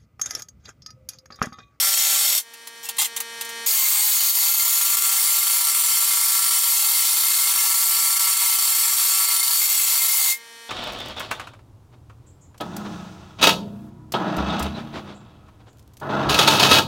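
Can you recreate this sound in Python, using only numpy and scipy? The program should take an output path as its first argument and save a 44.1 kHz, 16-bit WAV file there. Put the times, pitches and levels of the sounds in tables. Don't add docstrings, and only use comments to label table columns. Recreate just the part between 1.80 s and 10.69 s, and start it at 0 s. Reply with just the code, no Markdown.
import sys
import numpy as np
from scipy import signal
from scipy.fft import rfft, irfft, next_fast_len
from scipy.io import wavfile
from scipy.ndimage import uniform_filter1d

SR = 44100
rng = np.random.default_rng(int(sys.argv[2]) if len(sys.argv) > 2 else 0)


def output_pcm(signal):
    pcm = np.clip(np.atleast_2d(signal).T, -1, 1) * 32767
    wavfile.write(sys.argv[1], SR, np.round(pcm).astype(np.int16))


N = 392030
TIME = np.arange(N) / SR


def amp(db):
    return 10 ** (np.asarray(db) / 20)


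def unit_rms(x):
    return x / np.sqrt(np.mean(x ** 2) + 1e-20)


def curve(points):
    return np.interp(TIME, *np.transpose(points))


def colour(x, points):
    hz, db = np.transpose(points)
    size = next_fast_len(len(x) + 4096)
    gain = amp(np.interp(np.log(np.fft.rfftfreq(size, 1 / SR) + 1), np.log(hz), db))
    return irfft(rfft(x, size) * gain, size)[:len(x)]


def wander(rate_hz):
    knots = rng.standard_normal(4096)
    return unit_rms(np.interp(TIME * rate_hz, np.arange(len(knots)), knots))


def resonate(x, hz, width_hz):
    r = np.exp(-np.pi * width_hz / SR)
    angle = 2 * np.pi * hz / SR
    return signal.lfilter([1 - r, 0, r - 1], [1, -2 * r * np.cos(angle), r * r], x)


def ring(drive, hz, width_hz, skirt_hz):
    return unit_rms(resonate(resonate(drive, hz, width_hz), hz, skirt_hz))


def scour(force):
    return force * rng.standard_normal(N)


def mode_cloud(t60_s):
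    t = np.arange(SR // 4) / SR
    tail = rng.standard_normal(len(t)) * np.exp(-np.log(1000) * t / t60_s)
    return tail / np.linalg.norm(tail)


# start_s, stop_s, fade_s, effort_db, release_rise_hz, release_ring_db, clatter_db, third_harmonic_db
BURSTS = [(-1.6, 0.5853, 0.01166, -19.5, 8, -20, -14, -32.5),
          (1.86, 8.521, 0.0126, -19, -0.5, -18.5, -19, -45)]
# time_s, level_db
BUZZ = [
    [(0.0, -36.5), (0.2, -40), (0.42, -42.5), (0.57, -50.5)],
    [(1.9, -51), (2.3, -47), (2.65, -47), (2.85, -42), (3.2, -38.5), (3.5, -40), (4.2, -39.5), (4.6, -37),
     (5.15, -43), (5.65, -40.5), (6.0, -37.5), (6.45, -35.5), (6.9, -39.5), (7.6, -36), (7.82, -47),
     (8.25, -44.5), (8.5, -48.5)],
]
SKID_S = 0.44


def air_tool(steady_hz=190.48, kick_s=0.047, bite_s=0.015, lift_s=0.0797, ease_s=1.0, usual_buzz_db=-38):
    row = np.searchsorted([burst[0] for burst in BURSTS[1:]], TIME, side="right")
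    start_s, stop_s, fade_s, effort_db, rise_hz, *colours_db = np.array(BURSTS)[row].T
    age_s, left_s = np.maximum(TIME - start_s, 0), np.maximum(stop_s - TIME, 0)
    effort = amp(effort_db) * np.minimum(age_s / 0.0074, 1) * np.exp(-np.maximum(TIME - stop_s, 0) / fade_s)
    skidding = (1 - np.tanh((age_s - SKID_S) / bite_s)) / 2
    kick_hz = 13 * age_s / kick_s * np.exp(1 - age_s / kick_s)
    sag_hz = 7.3 * np.exp(-age_s / 2.5)
    rate_hz = steady_hz + kick_hz + sag_hz + 11.5 * skidding + rise_hz * np.exp(-left_s / lift_s)
    load_db = curve(np.vstack(BUZZ)) - usual_buzz_db
    eased = np.exp(-left_s / ease_s)
    return effort, rate_hz, load_db, eased, skidding, age_s, colours_db


# freq_hz, gain_db
STEEL_SPECTRUM = [(25, -26.5), (80, -22.5), (130, -21), (260, -23.5), (400, -19.5), (620, -20), (830, -4),
                  (1050, -5.5), (1600, -6.5), (2400, -2.5), (3400, 1.5), (4500, 1.5), (5100, 2), (7500, 6),
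                  (10500, 5), (13500, 4.5), (15500, 2)]
# pitch_hz, width_hz, gain_db, antinode_fraction, reach_fraction
PLATE_MODES = [(3210, 59, 2, 0.03, 0.1), (3630, 51, 2, 0.01, 0.11), (5513, 204, 1.5, 0.06, 0.19),
               (6225, 44, 1, 0.07, 0.12), (6627, 90, 2, 0.98, 0.1), (6840, 116, 5, 0.81, 0.24),
               (6757, 246, 2, 0.04, 0.12), (7566, 60.5, 3, 0.38, 0.21), (7846, 69, 5, 0.03, 0.14),
               (7975, 94, 3, 0.62, 0.27), (8160, 67, 8, 1.03, 0.07), (10713, 146, 1.5, 0.6, 0.26),
               (8603, 82, 3.5, 0.24, 0.4), (9990, 69, 2.5, 0.65, 0.41), (10580, 74, 2, 0.05, 0.17),
               (10970, 60, 5, 0.38, 0.22), (11480, 96, 4, 0.93, 0.2), (11810, 75, 4, 0.48, 0.19),
               (11980, 107, 4.5, 0.03, 0.12), (12254, 108, 3.5, 0.71, 0.11), (12670, 430, 0.5, 0.91, 0.52),
               (13034, 114, 2.5, 0.53, 0.36), (13400, 105, 8, 0.03, 0.2), (13564, 200, 6.5, 0.83, 0.2),
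               (14040, 86, 7, 0.01, 0.02), (14163, 97, 5, 0.41, 0.29), (14300, 136, 8.5, 0.95, 0.22),
               (14520, 187, 1, 0.45, 0.2), (15230, 109, 5.5, 1.0, 0.06), (15440, 156, 4, 0.69, 0.26),
               (15760, 53, 6.5, 1, 0.24)]


def plate(force, place, direct, t60_s, modes_db, flicker_db):
    contacts = scour(force)
    shares = np.array([wander(7) for _ in range(6)])
    shares /= np.linalg.norm(shares, axis=0)
    cloud = sum(share * signal.oaconvolve(contacts, mode_cloud(t60_s))[:N] for share in shares)
    dense = colour(direct * scour(force) + cloud, STEEL_SPECTRUM) / np.hypot(direct, 1)
    drives = [scour(force) * amp(flicker_db * wander(11)) for _ in range(7)]
    modes = np.zeros(N)
    for k, (hz, width_hz, db, antinode, reach) in enumerate(PLATE_MODES):
        coupling = 1 / (1 + ((place - antinode) / reach) ** 2 / 2) ** 2
        modes += amp(db) * resonate(coupling * drives[k % len(drives)], hz, width_hz)
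    return dense + amp(modes_db) * modes


def tip_hops(rate_hz=31, spread_db=3.0, decay_s=0.01495):
    hop_count = np.floor(np.cumsum(rate_hz * np.exp(0.45 * wander(55))) / SR)
    landings = np.diff(hop_count, prepend=0) * amp(spread_db * wander(90))
    return unit_rms(signal.lfilter([1], [1, -np.exp(-1 / (decay_s * SR))], landings))


# pitch_hz, width_hz, skirt_hz, level_db, db_per_load_db
SHANK_MODES = [(5569, 74, 330, -18, 0.64), (7272, 57, 250, -14.5, 0.28), (9316, 65, 295, -10.5, 0.64)]


def shank(force, load_db):
    return sum(amp(db + per_load * load_db) * ring(scour(force), hz, width_hz, skirt_hz)
               for hz, width_hz, skirt_hz, db, per_load in SHANK_MODES)


# pitch_hz, width_hz
BRIGHT_MODES = [(4385, 79), (4570, 192)]
# time_s, level_db
BRIGHT_LEVEL = [(0.3, -15.5), (2.1, -15.5), (2.52, -12), (2.8, -15.5), (5.7, -14.5), (6.42, -11),
                (6.7, -14), (7.75, -10), (7.92, -14.5)]


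def bright_ring(force):
    cluster = sum(ring(scour(force), hz, width_hz, skirt_hz=414) for hz, width_hz in BRIGHT_MODES)
    return amp(curve(BRIGHT_LEVEL)) * unit_rms(cluster)


# centre_s, sigma_s, pitch_hz, level_db
FLARES = [(0.17, 0.057, 7875, -12), (3.7, 0.186, 14260, -12.5), (3.9, 0.216, 10920, -10),
          (5.1, 0.07, 11810, -10), (7.612, 0.086, 9350, -7), (7.82, 0.108, 11820, -9),
          (7.84, 0.097, 13740, -10.5)]


def flares(force, width_hz=113, skirt_hz=500):
    return sum(amp(db) * np.exp(-((TIME - centre_s) / sigma_s) ** 2 / 2)
               * ring(scour(force), hz, width_hz, skirt_hz) for centre_s, sigma_s, hz, db in FLARES)


# multiple, first_burst_db, second_burst_db
PISTON_HARMONICS = [(1, -30, -32.5), (4, -7.5, -25), (5, -20, -5.5), (6, -6.5, -1), (7, 2, 1.5),
                    (8, -6, -15.5), (9, -4.5, -7.5), (10, -2.5, -9), (12, -3, -8)]


def piston_buzz(cycles, load_db, third_db, second_db=-46.5, fourth_db=-42.5, stack_db=-17.5):
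    def harmonic(k):
        return unit_rms(amp(0.55 * wander(25)) * np.cos(2 * np.pi * k * cycles))

    turned = TIME >= BURSTS[1][0]
    stack = sum(amp(np.where(turned, after_db, before_db)) * harmonic(k)
                for k, before_db, after_db in PISTON_HARMONICS)
    low_db = (second_db + 0.56 * load_db, third_db, fourth_db)
    low = sum(amp(db) * harmonic(k) for k, db in enumerate(low_db, 2))
    return low + amp(stack_db + 0.832 * load_db) * unit_rms(stack)


# time_s, place_fraction
TIP_PATH = [(0.6, 0.03), (1.86, 0.93), (2.1, 1.03), (2.6, 0.95), (3.05, 0.75), (3.6, 0.45), (4.3, 0.38),
            (5.1, 0.42), (6.0, 0.45), (6.7, 0.43), (7.5, 0.44), (7.8, 0.65), (8.2, 0.6), (8.5, 0.73)]
# centre_s, depth_fraction
MISSES = [(3.161, 0.54), (3.302, 0.44), (4.088, 0.48), (6.385, 0.7)]
LOW_MODE_HZ = 2119.1


def chisel(gain_db=2.5, grit_db=1.5, miss_s=0.0075, low_ring_db=-21.5, thud_db=-32.5):
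    effort, rate_hz, load_db, eased, skidding, age_s, (release_db, clatter_db, third_db) = air_tool()
    cycles = np.cumsum(rate_hz * (1 + 0.0035 * wander(70))) / SR
    surge = unit_rms(1 + 0.714 * tip_hops())
    stroke = unit_rms(1 + 0.7 * np.exp(-(cycles % 1) / 0.097))
    contact = 1 - sum(depth * np.exp(-((TIME - centre_s) / miss_s) ** 2) for centre_s, depth in MISSES)
    force = effort * contact * surge * stroke * unit_rms(amp(grit_db * wander(400)))
    rattle = plate(force, curve(TIP_PATH), direct=0.368, t60_s=0.0677, modes_db=9, flicker_db=2.0)
    blows = np.diff(np.floor(cycles), prepend=0) * effort * (1 - skidding) * wander(110)

    low_gain = amp(low_ring_db) * (1 - eased) + release_db * 0
    low_gain = amp(low_ring_db * (1 - eased) + release_db * eased)
    low_ring = low_gain * ring(scour(force), LOW_MODE_HZ, width_hz=40.3, skirt_hz=146)
    singing = shank(force, load_db)
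    clatter = amp(clatter_db) * ring(scour(force), hz=3425, width_hz=1410, skirt_hz=1800)
    thud = amp(thud_db) * ring(blows, hz=925.6, width_hz=257, skirt_hz=257)
    rings = low_ring + singing + clatter + thud + bright_ring(force) + flares(force)

    throb = unit_rms(signal.oaconvolve(surge ** 1.728, np.hanning(SR // 100), "same"))
    buzz = (1 - skidding) * throb * piston_buzz(cycles, load_db, third_db)
    skid = skidding * skid_chatter(rate_hz, cycles, age_s)
    return amp(gain_db) * (unit_rms(rattle) + rings + (buzz + skid) * unit_rms(effort) + pings())


# multiple, level_db
DRONE_HARMONICS = [(1, -14.5), (2, -2.5), (3, -15), (4, -2), (5, -6.5), (6, -6.5), (7, -1.5), (8, 3),
                   (9, -4.5), (10, -3), (11, -3.5), (12, -15), (13, -1), (14, -2.5), (15, -7), (16, -3.5),
                   (17, -15), (18, -3.5), (19, -4), (21, -8.5), (23, -15.5), (24, -5), (25, -8.5)]


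def compressor(pitch_hz=231.2, level_db=-34, top_db=-13, fall_db=0.16):
    cycles = np.cumsum(pitch_hz * (1 + 0.000452 * wander(6.8))) / SR
    high = [(k, top_db - fall_db * (k - 26) + 3 * rng.standard_normal()) for k in range(26, 52)]
    stack = sum(amp(db) * np.cos(2 * np.pi * k * cycles + 2.295 * rng.standard_normal())
                for k, db in list(DRONE_HARMONICS) + high)
    return amp(level_db) * unit_rms(stack)


# freq_hz, gain_db
AIR_SPECTRUM = [(30, -32), (100, -17.5), (220, -13.5), (400, -11.5), (920, -8), (1450, -10.5), (1900, -5.5),
                (2400, -14), (3200, -9), (5700, -6.5), (6400, -10.5), (10500, -12.5), (12000, -19),
                (15500, -17.5)]


def air_rush(level_db=-40):
    return amp(level_db + 1.01 * wander(9)) * unit_rms(colour(rng.standard_normal(N), AIR_SPECTRUM))


# start_s, level_db, decay_s
KNOCKS = [(0.737, -22.5, 0.00485), (0.872, -16, 0.00244), (1.03, -26, 0.0277), (1.052, -30, 0.0245),
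          (1.088, -17, 0.0122), (1.166, -26, 0.0074), (1.183, -5.5, 0.0346), (1.213, -11, 0.0238),
          (1.243, -11, 0.0115), (1.364, -19, 0.0101), (1.402, -16.5, 0.0067), (1.609, -29, 0.0097),
          (1.647, -29.5, 0.0068), (1.69, -27.5, 0.0084)]
# pitch_hz, level_db
CLANG_MODES = [(845, -14), (2100, -9.5), (2720, -12), (3210, -2), (3440, -10.5), (6920, -6), (7250, -6.5),
               (7510, -8)]


def handling(ring_s=0.00445, bluntness=1.48, hardness=1.436, spread_hz=50):
    envelope, t = np.zeros(N), np.arange(SR // 4) / SR
    for start_s, db, decay_s in KNOCKS:
        envelope[round(start_s * SR):][:len(t)] += amp(db) * np.exp(-(t / decay_s) ** bluntness)
    force = envelope * unit_rms(amp(4.2 * wander(900)))
    steel = plate(force, place=0.364, direct=0.43, t60_s=0.063, modes_db=-3.5, flicker_db=0.5)
    modes = np.zeros(N)
    for hz, db in CLANG_MODES:
        gain = amp(db + 2.67 * wander(120))
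        modes += gain * np.cos(2 * np.pi * np.cumsum(hz + spread_hz * wander(300)) / SR)
    pole = np.exp(-1 / (ring_s * SR))
    clang = signal.lfilter([1 - pole], [1, -pole], envelope ** hardness) * modes
    return clang + colour(steel, [(550, 1), (900, 6), (1400, -1.5), (2000, 3), (2900, -0.5),
                                  (3400, 3), (4100, -0.5), (15000, -2)])


# start_s, pitch_hz, level_db, decay_s
CLINKS = [(0.737, 2700, -31.5, 0.014), (1.03, 5685, -31, 0.022), (1.062, 2700, -27.5, 0.035),
          (1.089, 4506, -27.5, 0.0196), (1.091, 7214, -32, 0.015)]


def clinks(rise_s=0.0019):
    out, t = np.zeros(N), np.arange(SR // 4) / SR
    for start_s, hz, db, decay_s in CLINKS:
        envelope = amp(db) * (1 - np.exp(-t / rise_s)) * np.exp(-t / decay_s)
        out[round(start_s * SR):][:len(t)] += envelope * np.sin(2 * np.pi * hz * t)
    return out


# multiple, level_db, slope_db_per_s
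SKID_HARMONICS = [(2, -35.5, -46), (3, -36, -35.5), (4, -41, 17.5), (5, -28.5, -9), (6, -32.5, -3),
                  (7, -38, -5), (8, -35.5, 6.5), (9, -32.5, -1.5), (11, -28.5, -11.5)]


def skid_chatter(rate_hz, cycles, age_s, boom_hz=825, boom_half_width_hz=9.8, boom_db=11):
    detune = (4 * rate_hz - boom_hz) / boom_half_width_hz
    out = np.zeros(N)
    for k, db, slope in SKID_HARMONICS:
        boost_db = boom_db / (1 + detune ** 2) if k == 4 else 0
        chatter = unit_rms(amp(3 * wander(70)) * np.cos(2 * np.pi * k * cycles + 0.4 * wander(110)))
        out += amp(db + slope * np.minimum(age_s, SKID_S) + boost_db) * chatter
    return out


# peak_s, level_db
PINGS = [(2.807, -10), (3.391, -10), (3.624, -9.5), (4.318, -8), (4.339, -7.5), (4.435, -8.5),
         (4.575, -8.5), (5.63, -11.5), (6.363, -9), (6.474, -8.5), (6.666, -11), (7.428, -7), (7.483, -9),
         (7.509, -5), (7.62, -5.5), (7.823, -9), (8.003, -7.5), (8.224, -10), (8.305, -7.5), (8.334, -4.5),
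         (8.497, -5.5), (8.527, -11)]


def pings(gain_db=-0.5, rise_s=0.0068, damped_s=0.0112, free_s=0.0254):
    out, t = np.zeros(N), np.arange(-SR // 25, SR // 5) / SR
    for k, (peak_s, db) in enumerate(PINGS):
        decay_s = free_s if k >= len(PINGS) - 2 else damped_s
        swell = np.exp(-(np.minimum(t, 0) / rise_s) ** 2 / 2 - np.maximum(t, 0) / decay_s)
        hz = LOW_MODE_HZ * (1 + 0.005 * rng.standard_normal())
        tone = np.cos(2 * np.pi * (hz * t + rng.random()))
        out[round((peak_s + t[0]) * SR):][:len(t)] += amp(gain_db + db) * swell * tone
    return out


# freq_hz, side_minus_mid_db
ECHO_SPECTRUM = [(60, -13), (150, -12), (500, -12), (2500, -18.5), (5000, -16.5), (9000, -12.5),
                 (14000, -12)]
# freq_hz, left_minus_right_db
BALANCE = [(200, 0), (1000, 0), (4000, -0.5), (8000, 0.5), (14000, 1.49)]


def scene(echo_s=0.006):
    mid = chisel() + handling() + clinks() + compressor() + air_rush()
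    echo = np.pad(mid, (round(echo_s * SR), 0))[:N] * wander(45)
    side = colour(echo, ECHO_SPECTRUM)
    return np.array([colour(mid + sign * side, np.array(BALANCE) * [1, sign / 2]) for sign in (1, -1)])


def gain_control(x, ceiling_db=-17.5, slack_db=9, release_db_per_s=130, sink_db_per_s=45,
                 recover_db_per_s=12, block=64):
    power = uniform_filter1d((x ** 2).mean(0), size=400)[::block]
    over_db = np.maximum(10 * np.log10(abs(power) + 1e-12) - ceiling_db, 0)
    step_s = block / SR
    quick_db, slow_db, cut_db = over_db[0], over_db[:40].max() - slack_db, []
    for need_db in over_db:
        quick_db = max(need_db, quick_db - release_db_per_s * step_s)
        if need_db > slack_db:
            gap_db = need_db - slack_db - slow_db
            slow_db += np.clip(gap_db, -recover_db_per_s * step_s, sink_db_per_s * step_s)
        else:
            slow_db -= recover_db_per_s * step_s
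        cut_db.append(max(quick_db, slow_db))
    return x / amp(np.interp(np.arange(N), np.arange(len(cut_db)) * block, cut_db))


def record(dry):
    lowpass = signal.firwin(511, cutoff=15850, window=("kaiser", 9), fs=SR)
    return signal.oaconvolve(gain_control(dry), lowpass[None], "same")


dry = scene()
out = record(dry)
output_pcm(out)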